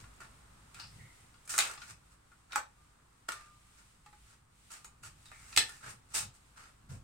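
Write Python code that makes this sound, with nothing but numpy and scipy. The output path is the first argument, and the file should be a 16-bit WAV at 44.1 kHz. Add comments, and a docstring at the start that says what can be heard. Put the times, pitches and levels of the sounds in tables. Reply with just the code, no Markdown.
"""A soft rub and a light knock come first, as a sealant cartridge is pushed into a steel caulking gun in a bare caravan.
Bursts of chatter knock the hollow tube, frame and rod; runs of tiny slips slide over the same three parts.
Clusters of beating modes ring the gun, a paired tone sings as its spring, and narrow noise squeaks in the rod guide.
Coloured noise makes the glove rustle, the thuds of shifting feet and the quiet outdoor rumble and murmur."""
import sys
import numpy as np
from scipy import signal
from scipy.fft import rfft, irfft, next_fast_len
from scipy.io import wavfile
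from scipy.ndimage import map_coordinates

SR = 44100
rng = np.random.default_rng(int(sys.argv[2]) if len(sys.argv) > 2 else 0)


def put_to_file(sound):
    """Save the sound as 16-bit audio at rate SR, in the file named by the first command-line argument."""
    columns = np.atleast_2d(sound).T  # one column per channel
    safe = np.clip(columns, -1, 1)
    whole_steps = np.round(safe * 32767)
    wavfile.write(sys.argv[1], SR, whole_steps.astype(np.int16))


N = 310419  # samples

# Contacts of the gun's parts: (t/s, relative level/dB of hollow tube, of frame, of rod, struck spot's favoured f/Hz)
CONTACT_HITS = [(0.039, -57, -59, -70, 1240), (.203, -51.5, -57, -54.5, 1490),
                (.744, -63, -50.5, -51.5, 2980), (.797, -53, -44.5, -52.5, 4900),
                (.835, -65, -53, -65, 4900), (1.34, -72, -63.5, -75, 1270), (1.452, -69, -72, -57.5, 11000),
                (1.475, -53, -56, -48, 11100), (1.492, -54, -50, -43.5, 1620),
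                (1.538, -36.5, -43, -41, 1400), (1.579, -29.5, -33, -23.5, 1120),
                (1.5873, -28.5, -22.5, -20.5, 8900), (1.604, -47, -28, -36, 2720),
                (1.696, -43, -57, -50.5, 1290), (1.775, -50, -49.5, -74.5, 1080),
                (1.817, -52, -47, -60, 1440), (2.316, -60.5, -70, -68, 1324), (2.52, -61, -42.5, -54, 3600),
                (2.53, -42.5, -54, -48, 1420), (2.553, -43, -43, -48, 1700),
                (2.5574, -24.5, -37.5, -31, 780), (3.2861, -36.5, -41.5, -42, 1410),
                (3.3187, -41.5, -42.5, -40, 1400), (4.06, -55, -59, -60.5, 750),
                (4.127, -58, -66, -67.5, 760), (4.716, -76, -54.5, -47, 7200),
                (4.844, -50.5, -54, -47.5, 6660), (5.034, -65, -56, -51.5, 1310),
                (5.255, -60, -60, -55.5, 4060), (5.315, -49, -60, -67, 2170),
                (5.526, -54, -47.5, -60, 2340), (5.5625, -43, -26, -27.5, 7200),
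                (5.574, -26.5, -16, -17.5, 2150), (5.691, -50, -55, -48.5, 1600),
                (6.147, -46, -41, -34.5, 3740)]
# First bounce of the loose cartridge, on the contacts' scale: (tube level/dB, frame level/dB, rod level/dB)
FIRST_BOUNCE_DB = (-38.5, -37, -33.5)
# Sliding strokes of tube, rod and glove: (start t/s, rise t/s, fade t/s, relative level/dB,
# brightness level/dB: lifts the rod hiss and lowers the hollow tube)
SLIDE_STROKES = [(0, 0.0037, 0.023, -58, 0.5), (.2, 0.012, 0.061, -56, -4.5), (.733, 0.053, 0.1, -57, -2.5),
                 (1.491, 0.0057, .13, -44, 5.5), (1.628, .02, 0.12, -47, -3),
                 (1.76, 0.064, 0.082, -58.5, 0), (1.866, .035, 0.024, -53, 1),
                 (2.098, 0.024, .04, -70.5, 2), (2.49, 0.059, .02, -54.5, -5.5),
                 (3.282, .007, .007, -40.5, -2), (3.33, 0.026, .16, -60, -2.5),
                 (3.72, 0.073, 0.06, -66.5, -0.5), (4.24, .09, 0.034, -67, -0.5),
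                 (4.701, 0.014, 0.093, -53, 1), (5.024, 0.015, 0.063, -52.5, 1.5),
                 (5.2, 0.46, .22, -58.5, 2), (5.8, 0.068, 0.081, -53, -3.5), (5.859, .05, 0.016, -57, 7),
                 (6.08, 0.068, .01, -58.5, 2), (6.134, 0.024, 0.089, -39, 4.5),
                 (6.33, 0.024, 0.029, -65, 4), (6.553, 0.02, 0.17, -60, -2.5),
                 (6.888, 0.0094, .1, -59, 1.5)]
# Colour of the hollow tube when struck or rubbed: (f/Hz, relative level/dB)
TUBE_COLOUR = [(60, -28), (200, -26), (320, -17.5), (450, -14), (580, -14), (700, -10.5), (850, -4.5),
               (1000, -8), (1300, 3.5), (1480, -0.5), (1800, -5), (2300, -10), (3500, -41), (9000, -67.5)]
# Colour of the frame: (f/Hz, relative level/dB)
FRAME_COLOUR = [(200, -20), (1000, -27.5), (1850, -5), (2550, 4), (3200, -2), (3900, 0), (4700, -0.5),
                (6000, -3.5), (8000, -14.5), (15000, -42.5)]
# Colour of the push rod: (f/Hz, relative level/dB)
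ROD_COLOUR = [(1500, -60.5), (5000, -9), (6900, -4.5), (8000, -1), (9000, -3.5), (9700, -9), (10500, -15),
              (13000, -18), (15800, -22.5)]
# Clusters of close modes of the loaded gun: (f/Hz, half-width f/Hz, relative level/dB, t60 t/s)
RING_MODES = [(835.7, 6.2, 1, 0.19), (1160, 55, -6, 0.23), (1426, 49, 2.5, 0.12), (1770, 190, -6.5, .18),
              (1790, 70, -4, 0.31), (2540, 140, -4, 0.22), (3780, 200, -3, 0.3), (4840, 670, -1, 0.3),
              (6910, 400, -2.5, 0.17), (9500, 300, -1, .08)]
# Trigger spring singing on: (t/s, level/dB)
SPRING_TWANGS = [(2.772, -68.5), (3.325, -51.5), (4.7, -62)]
# Rod squeaking in its guide: (t/s, f/Hz, half-width f/Hz, level/dB, t60 t/s)
ROD_SQUEAKS = [(.985, 2033, 192, -58, 0.75), (5.315, 2133, 272, -61, 1.2)]
# Rustle of gloves and sleeves over time: (t/s, level/dB)
GLOVE_LEVELS = [(0, -64), (.65, -67.5), (.95, -62.5), (1.4, -67), (2.05, -71), (3.1, -72), (3.8, -66),
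                (4, -70.5), (4.28, -66.5), (4.47, -76.5), (4.7, -64), (4.97, -72), (5.15, -69), (5.27, -64),
                (5.7, -64), (6.02, -72), (6.45, -68.5), (7.04, -73)]
# Colour of rubbed cloth: (f/Hz, relative level/dB)
CLOTH_COLOUR = [(900, -28), (2000, -1), (3500, -3.5), (6000, -6), (8600, 0), (10500, -11), (15000, -17.5)]
# Feet shifting on the floor: (t/s, rise t/s, level/dB)
FOOT_THUDS = [(0, 0.01, -59), (.76, 0.11, -58.5), (.92, .08, -53), (1.88, 0.027, -59), (5, 0.037, -58.5),
              (5.563, 0.0046, -54), (5.82, 0.062, -55), (6.158, 0.065, -51.5), (6.884, 0.033, -43.5)]
# Colour of the light floor: (f/Hz, relative level/dB)
FLOOR_COLOUR = [(20, -18.5), (60, -12), (95, 5), (135, 3.5), (190, -6.5), (300, -20.5), (500, -22.5),
                (1000, -24.5), (3000, -74)]
# Echo decay of the bare panels: (f/Hz, t60 t/s)
CARAVAN_DECAY = [(100, 0.097), (500, 0.31), (1400, 0.18), (3000, 0.23), (8000, 0.18), (15000, 0.16)]
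# Sound from outside over time: (t/s, rumble level/dB, relative murmur level/dB)
OUTSIDE_LEVELS = [(0, -60, -64.5), (2.4, -67.5, -71), (4.5, -66.5, -72.5), (5.4, -62.5, -69.5),
                  (6.7, -65.5, -71), (7.04, -56.5, -71)]
# Colour of the low rumble: (f/Hz, relative level/dB)
RUMBLE_COLOUR = [(10, -4), (28, -8.5), (52, 5), (75, -6), (100, -2), (128, -3), (165, -9), (260, -14),
                 (500, -39), (1500, -52)]
# Colour of the far murmur: (f/Hz, relative level/dB)
MURMUR_COLOUR = [(100, -15.5), (300, 3.5), (600, 1), (850, 5), (1300, 5.5), (1900, -0.5), (3000, -20.5),
                 (8000, -29)]
# Colour difference of the two microphone ports: (f/Hz, left minus right level/dB)
PORT_BALANCE = [(200, -0.5), (700, 1.5), (1300, -1.0), (2800, 2.5), (5500, 2), (9000, -4.0), (14000, -0.5)]

PARTS = (TUBE_COLOUR, FRAME_COLOUR, ROD_COLOUR)
PORT_DELAY_S = 0.28 / 343  # microphone port spacing (m) over the speed of sound (m/s)
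TOP_HZ = 15900  # band limit


def contacts(chatter_t60_s=0.022, seating_s=0.00041, softening=0.55, level_db=25):
    """Each contact chatters for a few milliseconds and excites tube, frame and rod."""
    out = np.zeros((2, N))
    t = np.arange(SR // 3) / SR
    blows = np.vstack([np.array(CONTACT_HITS)[:, :-1], rattle()])
    hardest_db = np.max(blows[:, 1:])
    for s, *levels in blows:
        # gentler touches seat more slowly: softening is dB of seating time per dB of level
        seating = seating_s * amp(softening * (hardest_db - max(levels)))
        envelope = amp(-60 * t / chatter_t60_s) * (1 - np.exp(-t / seating))
        common, *separate = rng.standard_normal((3, len(t))) * envelope
        # half of the direct power is common to both ports; the echo rings from that half
        direct = common + np.array(separate)
        echo = signal.fftconvolve(common[None], caravan(), axes=1)[:, :len(t)]
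        blow = unit(direct) + unit(echo)
        for part, db in zip(PARTS, levels):
            add(out, s, amp(db + level_db) * unit(body(blow, part)) / np.sqrt(len(t)))
    return out


def rattle(start_s=1.608, length_s=0.15, loss_db=21, count=7):
    """The cartridge settles in its cradle in uneven bounces that tend to soften."""
    progress = (np.arange(count) + rng.random(count)) / count
    levels = np.array(FIRST_BOUNCE_DB) - loss_db * progress[:, None]
    levels = levels + 2 * rng.standard_normal((count, 3))
    return np.column_stack([start_s + length_s * progress, levels])


def rings(light_ring_db=-50, touch_db=-47.5, ring_growth=0.62, reach_octaves=0.28, reach_growth=0.16):
    """Each tabled contact leaves the gun ringing, strongest in modes near the struck spot's own pitch."""
    out = np.zeros((2, N))
    modes = []
    for hz, width, db, t60 in RING_MODES:
        modes.append(amp(db) * cluster(hz, width, 0.0015, t60, size=SR // 3))
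    modes = np.array(modes)
    modes_hz = np.array(RING_MODES)[:, 0]
    for s, *levels, spot_hz in CONTACT_HITS:
        force_db = max(levels) - touch_db  # reckoned against a light touch
        # harder blows wake a wider range; both growths are dB per dB of force
        reach = reach_octaves * amp(reach_growth * force_db)
        nearness = np.exp(-(np.log2(modes_hz / spot_hz) / reach) ** 2)
        ring = np.tensordot(nearness, modes, 1)
        add(out, s, amp(light_ring_db + ring_growth * force_db) * ring)
    return out


def strokes(rough_db=3.0, slip_rate_hz=400, frame_rub_db=-3.5, room_db=-1, level_db=-1):
    """Sliding is a dense, rough run of tiny slips that excites tube, frame and rod."""
    out = np.zeros((2, N))
    shapes = np.array([swell(*row[:3]) for row in SLIDE_STROKES])
    slips = unit(amp(rough_db * wobble(slip_rate_hz)))
    db, bright_db = np.transpose(SLIDE_STROKES)[3:]
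    part_levels = (db - bright_db, db + frame_rub_db, db + bright_db)
    for part, levels in zip(PARTS, part_levels):
        force = np.sqrt(amp(levels) ** 2 @ shapes ** 2)  # overlapping strokes add in power
        out += body(force * slips * diffuse(N), part)
    echo = signal.fftconvolve(out, caravan(), axes=1)[:, :N]
    return amp(level_db) * (out + amp(room_db) * echo)


def spring(hz=1203, rise_s=0.032, t60_s=0.76, beat_hz=5, partner_db=-9):
    """The trigger spring rings on as a thin tone that beats gently with a weaker twin."""
    out = np.zeros((2, N))
    t = np.arange(SR) / SR
    fade = amp(-60 * t / t60_s) * (1 - np.exp(-t / rise_s))
    for s, db in SPRING_TWANGS:
        phase = 2 * np.pi * rng.random() + rng.normal(0, 0.5, (2, 1))  # differs between the ports
        tone = np.sin(2 * np.pi * hz * t + phase)
        twin = np.sin(2 * np.pi * (hz + beat_hz) * t + phase)
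        add(out, s, amp(db) * np.sqrt(2) * (tone + amp(partner_db) * twin) * fade)
    return out


def squeaks():
    """The sliding rod gives thin, airy squeaks: narrow clusters of modes that swell and fade."""
    out = np.zeros((2, N))
    for s, hz, width, db, t60 in ROD_SQUEAKS:
        add(out, s, amp(db) * cluster(hz, width, 0.0095, t60))
    return out


def gloves(tick_db=19, ticks_per_s=5, flutter_db=1):
    """Cloth rubs softly all the time as fluttering noise, with sparse ticks from the grip in the rod's colour."""
    rustle_db, = curves(GLOVE_LEVELS)
    rub = amp(flutter_db * wobble(11)) * rush(CLOTH_COLOUR)
    tick_sizes = amp(tick_db + 2 * rng.standard_normal((2, N)))
    ticks = (rng.random(N) < ticks_per_s / SR) * tick_sizes
    return amp(rustle_db) * (rub + body(ticks, ROD_COLOUR))


def floor_thuds(fade_s=0.12):
    """The light floor booms as weight shifts on it: low noise in short swells."""
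    push = sum(amp(db) * swell(s, rise, fade_s) for s, rise, db in FOOT_THUDS)
    return push * rush(FLOOR_COLOUR)


def caravan(build_s=0.0023):
    """The dense, short echo of the bare panels: fading diffuse noise of energy 1 in all, averaged over channels."""
    size = SR // 3
    hz, t, z = signal.stft(diffuse(size), SR, nperseg=128)
    decay = amp(-60 * t / along(CARAVAN_DECAY, hz)[:, None])
    tail = signal.istft(z * decay, SR)[1][:, :size]
    tail = tail * (1 - np.exp(-np.arange(size) / SR / build_s))
    return unit(tail) / np.sqrt(size)


def outdoors(murmur_gain_db=-1, side_db=-3, drift_db=0.36):
    """A low rumble and a far murmur pass the thin walls; part of the murmur reaches the left port first."""
    rumble_db, murmur_db = curves(OUTSIDE_LEVELS)
    delays = [0, PORT_DELAY_S]
    leftward = filtered(rush(MURMUR_COLOUR)[0], lambda hz: np.exp(-2j * np.pi * np.outer(delays, hz)))
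    murmur = rush(MURMUR_COLOUR) + amp(side_db) * leftward
    murmur_level = amp(murmur_db + murmur_gain_db + drift_db * wobble(1.5))
    return amp(rumble_db) * rush(RUMBLE_COLOUR) + murmur_level * murmur


def cluster(hz, width, rise, t60, size=SR):
    """Close modes around hz, made from narrow noise, beat against each other as they fade."""
    t = np.arange(size) / SR
    noise = rng.standard_normal(size) + rng.standard_normal((2, size))  # common plus separate
    modes = filtered(noise, lambda f: 1 / (1 + ((f - hz) / width) ** 4))
    fade = amp(-60 * t / t60) * (1 - np.exp(-t / rise))
    return unit(modes * fade) * np.sqrt(np.mean(fade ** 2))


def body(x, spectrum, size=2048):
    """Ring a part with the stereo force x through a causal minimum-phase response of energy 1."""
    cepstrum = irfft(np.log(amp(along(spectrum, np.fft.rfftfreq(size, 1 / SR)))))
    # folding the cepstrum forward in time makes the response causal
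    cepstrum[1:size // 2] *= 2
    cepstrum[size // 2 + 1:] = 0
    response = irfft(np.exp(rfft(cepstrum)))
    response = response / np.linalg.norm(response)
    return signal.fftconvolve(x, response[None], axes=1)[:, :x.shape[1]]


def rush(spectrum):
    """Coloured diffuse noise of rms 1."""
    return unit(filtered(diffuse(N), lambda hz: amp(along(spectrum, hz))))


def diffuse(n):
    """Stereo noise from all sides: the ports agree only on waves longer than their spacing."""
    def turn(hz):
        return np.arccos(np.sinc(2 * hz * PORT_DELAY_S)) / 2

    noise = rng.standard_normal((2, n))
    mid, side = filtered(noise, lambda hz: np.array([np.cos(turn(hz)), np.sin(turn(hz))]))
    return np.array([mid + side, mid - side])


def swell(start, rise, fade):
    """An envelope that climbs to 1 and sinks back in straight lines."""
    corners = start + np.cumsum([0, rise, fade])
    return np.interp(np.arange(N) / SR, corners, [0, 1, 0])


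def wobble(rate):
    """A smooth random curve, rate knots a second."""
    knots = rng.standard_normal(int(N * rate / SR) + 4)
    return map_coordinates(knots, [np.arange(N) * rate / SR], order=2)


def curves(rows):
    """One value per sample for each column after the time."""
    s, *cols = np.transpose(rows)
    return [np.interp(np.arange(N) / SR, s, c) for c in cols]


def along(points, hz):
    """Read (f/Hz, value) points on a log frequency axis."""
    f, v = np.transpose(points)
    return np.interp(np.log(hz + 1), np.log(f + 1), v)


def filtered(x, response):
    """Filter x by a complex response of frequency."""
    n = x.shape[-1]
    m = next_fast_len(n + SR // 10)
    return irfft(rfft(x, m) * response(np.fft.rfftfreq(m, 1 / SR)), m)[..., :n]


def add(track, s, sound):
    """Mix a sound into a track at time s."""
    start = max(0, round(s * SR))
    part = track[..., start:start + sound.shape[-1]]
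    part += sound[..., :part.shape[-1]]


def amp(db):
    """Decibels to an amplitude factor."""
    return 10 ** (np.asarray(db) / 20)


def unit(x):
    """Scale to rms 1."""
    return x / np.sqrt(np.mean(x ** 2) + 1e-20)


def scene():
    """The gun in the hands, over the quiet of the caravan."""
    gun = contacts() + rings() + strokes() + spring() + squeaks()
    return gun + gloves() + floor_thuds() + outdoors()


def record(dry):
    """The two microphone ports differ a little in colour; nothing passes above the band limit."""
    def ports(hz):
        tilt_db = np.outer([0.5, -0.5], along(PORT_BALANCE, hz))
        return amp(tilt_db) * (hz < TOP_HZ)

    return filtered(dry, ports)


dry = scene()
out = record(dry)
put_to_file(out)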